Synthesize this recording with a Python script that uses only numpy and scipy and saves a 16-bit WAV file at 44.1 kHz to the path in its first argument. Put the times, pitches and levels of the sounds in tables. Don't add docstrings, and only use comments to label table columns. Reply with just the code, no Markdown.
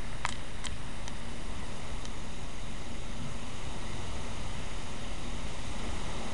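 import sys
import numpy as np
from scipy import signal
from scipy.fft import rfft, irfft
from scipy.io import wavfile
from scipy.ndimage import uniform_filter1d

SR = 44100
rng = np.random.default_rng(int(sys.argv[2]) if len(sys.argv) > 2 else 0)


def master_out(mix):
    frames = np.transpose(np.atleast_2d(mix))
    ceiling = np.clip(frames, -1, 1)
    pcm = np.round(ceiling * 32767).astype(np.int16)
    wavfile.write(sys.argv[1], SR, pcm)


N = 279153
TIME = np.arange(N) / SR
BINS = np.fft.rfftfreq(N, 1 / SR)


def gain_of(db):
    return 10 ** (np.asarray(db) / 20)


def unit_rms(x):
    return x / np.sqrt(np.mean(x ** 2) + 1e-20)


def eq_curve(points):
    hz, db = np.transpose(points)
    return np.interp(np.log(BINS + 1), np.log(hz + 1), db)


def bell(hz, width_hz):
    return 1 / (1 + (2 * (BINS - hz) / width_hz) ** 2)


def coloured(x, db):
    return unit_rms(irfft(rfft(x) * gain_of(db), N))


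def band_passed(x, hz, width_hz):
    return coloured(x, 20 * np.log10(bell(hz, width_hz)))


def low_passed(x, hz, taps):
    kernel = signal.firwin(taps, hz, window=("kaiser", 9), fs=SR)
    return signal.oaconvolve(x, kernel[None], "same")


def hump(s, half_s):
    return np.exp(-((TIME - s) / half_s) ** 2)


def add(mix, s, sound):
    part = mix[round(s * SR):][:len(sound)]
    part += sound[:len(part)]


def patchy_noise(patchy_db):
    spectrogram = signal.stft(rng.standard_normal(N), nperseg=512)[2]
    patches = uniform_filter1d(rng.standard_normal(spectrogram.shape), size=6, axis=0)
    patches = unit_rms(uniform_filter1d(patches, size=10, axis=1))
    return unit_rms(signal.istft(spectrogram * gain_of(patchy_db * patches))[1][:N])


def drops(per_s, spread_db, cycles, pitches=28):
    t, out = np.arange(256) / SR, np.zeros(N)
    size_db = spread_db * np.minimum(rng.exponential(1, N), 5)
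    polarity = rng.choice([-1, 1], N)
    hits = gain_of(size_db) * polarity * (rng.random(N) < per_s / SR)
    pitch = rng.integers(0, pitches, N)
    for k, hz in enumerate(np.geomspace(700, 9500, pitches)):
        grain = hz * np.sin(2 * np.pi * hz * t) * np.exp(-hz * t / cycles)
        out += signal.oaconvolve(hits * (pitch == k), grain)[:N]
    return unit_rms(out)


def downpour(layer="hiss", steady_db=-1.79):
    # crest t/s, half length/s, hiss lift/dB, roar lift/dB
    squalls = [(1.75, 0.39, .5, 4), (4.142, 0.87, 2.5, 3.5), (5.35, 0.85, 1.5, 0.7), (6.15, 0.65, 3.5, 5)]
    return steady_db + sum((roar_db if layer == "roar" else hiss_db) * hump(s, half_s)
                           for s, half_s, hiss_db, roar_db in squalls)


def rain():
    # f/Hz, level/dB
    hiss_eq = [(200, -51), (600, 4), (950, -1), (1300, -4), (1550, -7), (2500, -4.5), (3400, -9),
               (3900, -5.5), (4250, -10), (5600, -9), (7000, -18), (7500, -12), (9200, -15), (10200, -16)]
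    # f/Hz, width/Hz, lift/dB
    cavities = [(970, 190, 1.5), (1329, 165, 6), (2006, 450, 8), (2977, 550, 7.5), (3683, 380, 6.5),
                (4840, 63, 8), (6210, 100, 8.5), (6900, 350, 11.5), (7650, 350, -5), (8760, 670, 4.5)]
    colour_db = eq_curve(hiss_eq) + sum(lift_db * bell(hz, width) for hz, width, lift_db in cavities)
    wash = gain_of(-47.5) * coloured(patchy_noise(patchy_db=0.75), colour_db)
    patter = gain_of(-58.5) * coloured(drops(per_s=1500, spread_db=3.5, cycles=1.45), colour_db)
    return (wash + patter) * gain_of(downpour())


def sizzle(swell=0.73, turn_s=1.65, ease_s=0.3):
    spray = drops(per_s=5000, spread_db=-2.0, cycles=1.1)
    thin = gain_of(-66) * band_passed(spray, hz=9000, width_hz=1000)
    full = gain_of(-62) * band_passed(spray, hz=6600, width_hz=1000)
    crossfade = 0.5 + 0.5 * np.tanh((TIME - turn_s) / ease_s)
    return ((1 - crossfade) * thin + crossfade * full) * gain_of(swell * downpour())


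def roar():
    # f/Hz, level/dB
    roar_eq = [(120, -11), (280, -2.5), (370, 3.5), (460, 0), (560, -1), (720, -6), (880, 0.5), (1250, -5),
               (1600, -34.5), (4000, -20)]
    return gain_of(-50 + downpour("roar")) * coloured(patchy_noise(patchy_db=0.7), eq_curve(roar_eq))


def car_panels(swell=0.87):
    # f/Hz, width/Hz, level before the swell/dB
    modes = [(206.4, 12, -58.5), (234, 13, -54.5), (563, 43, -61)]
    ring = sum(gain_of(db) * band_passed(rng.standard_normal(N), hz, width) for hz, width, db in modes)
    return gain_of(swell * downpour()) * ring


def wind(swell=0.43):
    # f/Hz, level/dB
    rumble_eq = [(6, -10), (17, 5.5), (35, 1), (55, -1), (66, -4.5), (125, -7), (170, -10.5), (260, -13),
                 (500, -28.5), (1500, -59)]
    return gain_of(-40 + swell * downpour()) * coloured(rng.standard_normal(N), eq_curve(rumble_eq))


def rustle(level_db=-56, fade_s=2.35):
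    grains = drops(per_s=3000, spread_db=2.2, cycles=1.4)
    return gain_of(level_db) * hump(0, fade_s) * band_passed(grains, hz=1780, width_hz=750)


def whine(throb_hz=17, depth=0.54):
    # f/Hz, rms level before the throb/dB
    partials = [(9599, -86), (10098, -69.5)]
    tones = sum(gain_of(db) * np.sqrt(2) * np.sin(2 * np.pi * hz * TIME) for hz, db in partials)
    return tones * (1 + depth * np.sin(2 * np.pi * throb_hz * TIME))


def snap(t, rattle=0.06, rattle_s=0.0022):
    return (t == 0) + rattle * rng.standard_normal(len(t)) * np.exp(-t / rattle_s)


def shell_ring(force, peak_db, centre_hz, octaves, rise_s=0.00028):
    # f/Hz, level/dB, t60/s
    modes = [(830, -10, 0.0054), (1030, -2, 0.022), (1276, 3, 0.012), (1670, 8.5, .005), (2000, 5, 0.0092),
             (2580, -2.5, 0.0079), (3140, -0.5, 0.012), (3874, -2, 0.011), (4270, 1, 0.0065),
             (4830, -2, .0067), (6180, -1.5, .0068), (7000, 3, .0066), (7880, 2, 0.0072), (8230, 0, 0.0064),
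             (9080, 4.5, 0.0048)]
    t, ring = np.arange(len(force)) / SR, np.zeros(len(force))
    for hz, db, t60 in modes:
        weight = np.exp(-0.5 * (np.log2(hz / centre_hz) / octaves) ** 2)
        ring += weight * gain_of(db - 60 * t / t60) * np.sin(2 * np.pi * hz * t)
    sound = signal.fftconvolve(force, ring * (1 - np.exp(-t / rise_s)))[:len(t)]
    low_cut = signal.butter(3, 670, "high", fs=SR, output="sos")
    sound = signal.sosfilt(low_cut, sound)
    return gain_of(peak_db) * sound / abs(sound).max()


def handling():
    # t/s, peak level/dB, centre f/Hz, spread/octaves, rise/s
    clicks = [(.129, -34, 1500, 0.67, 0.00057), (.2512, -12, 1600, 0.74, 0.00013),
              (.259, -36, 7400, 0.54, .0008), (0.2596, -32, 1000, 0.15, .0006),
              (0.261, -23.5, 6000, 1.7, .0005), (.2897, -20.5, 4800, 1.9, 0.00028),
              (0.3237, -25.5, 3700, 0.73, .003), (.3542, -32.5, 3000, 0.6, .003),
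              (.393, -41, 2000, 1, .0005), (.642, -30, 1800, 0.68, .0005),
              (0.6498, -36.5, 850, 0.27, .0005), (.6556, -22.5, 8300, 0.7, 0.00039),
              (.667, -28, 1400, 1.8, .0002), (0.667, -23, 3300, 0.47, 0.0012)]
    # t/s, length/s, peak level/dB, centre f/Hz, spread/octaves
    rubs = [(0.286, 0.03, -33, 6000, 1.5), (0.641, 0.017, -30.5, 6500, 1.7)]
    t, out = np.arange(3000) / SR, np.zeros(N)
    for s, *contact in clicks:
        add(out, s, shell_ring(snap(t), *contact))
    for s, length_s, *contact in rubs:
        rasp = rng.standard_normal(len(t)) * np.sqrt(np.maximum(1 - t / length_s, 0))
        add(out, s, shell_ring(rasp, *contact))
    return out


def brief_swells():
    # crest t/s, half length/s, level/dB, centre f/Hz, width/Hz
    swells = [(0.25, 0.12, -47.5, 114, 60), (0.72, 0.06, -39.5, 48, 32), (1.3, 0.05, -42, 56, 36),
              (3.213, 0.063, -45, 236, 30), (3.266, 0.069, -43, 135, 90), (4.36, 0.44, -47.5, 104, 80),
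              (5.38, 0.18, -46.5, 50, 30), (5.95, 0.14, -44, 52, 25.3), (6.218, 0.14, -47.5, 720, 700),
              (6.283, 0.068, -45, 207, 40)]
    return sum(gain_of(db) * hump(s, half_s) * band_passed(rng.standard_normal(N), hz, width_hz)
               for s, half_s, db, hz, width_hz in swells)


def drips(flatten_s=0.0002):
    # t/s, peak level/dB
    hits = [(1.0796, -22.5), (2.0539, -24.5)]
    # f/Hz, level/dB, t60/s
    modes = [(930, -5.5, 0.021), (1400, -1, .006), (1810, 2, 0.006), (3130, -1, 0.014), (3860, 1.5, 0.0065),
             (4300, -3, .004), (6000, 2, .007), (6400, -1, 0.0052), (9100, -8, .006)]
    t, out = np.arange(2000) / SR, np.zeros(N)
    ring = sum(gain_of(db - 60 * t / t60) * np.sin(2 * np.pi * hz * t) for hz, db, t60 in modes)
    attack = 1 - np.exp(-t / flatten_s)
    for s, peak_db in hits:
        tick = signal.fftconvolve(snap(t), ring * attack)[:len(t)]
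        add(out, s, gain_of(peak_db) * tick / abs(tick).max())
    return out


def scene():
    weather = rain() + sizzle() + roar() + car_panels() + wind() + brief_swells()
    return (weather + rustle() + whine() + handling() + drips())[None]


def record(dry, mirror_db=-17, dc_offset=-0.0362):
    band = low_passed(dry, hz=10300, taps=511)
    mirror = gain_of(mirror_db) * band * (-1) ** np.arange(N)
    return dc_offset + low_passed(band + mirror, hz=12000, taps=255)


dry = scene()
out = record(dry)
master_out(out)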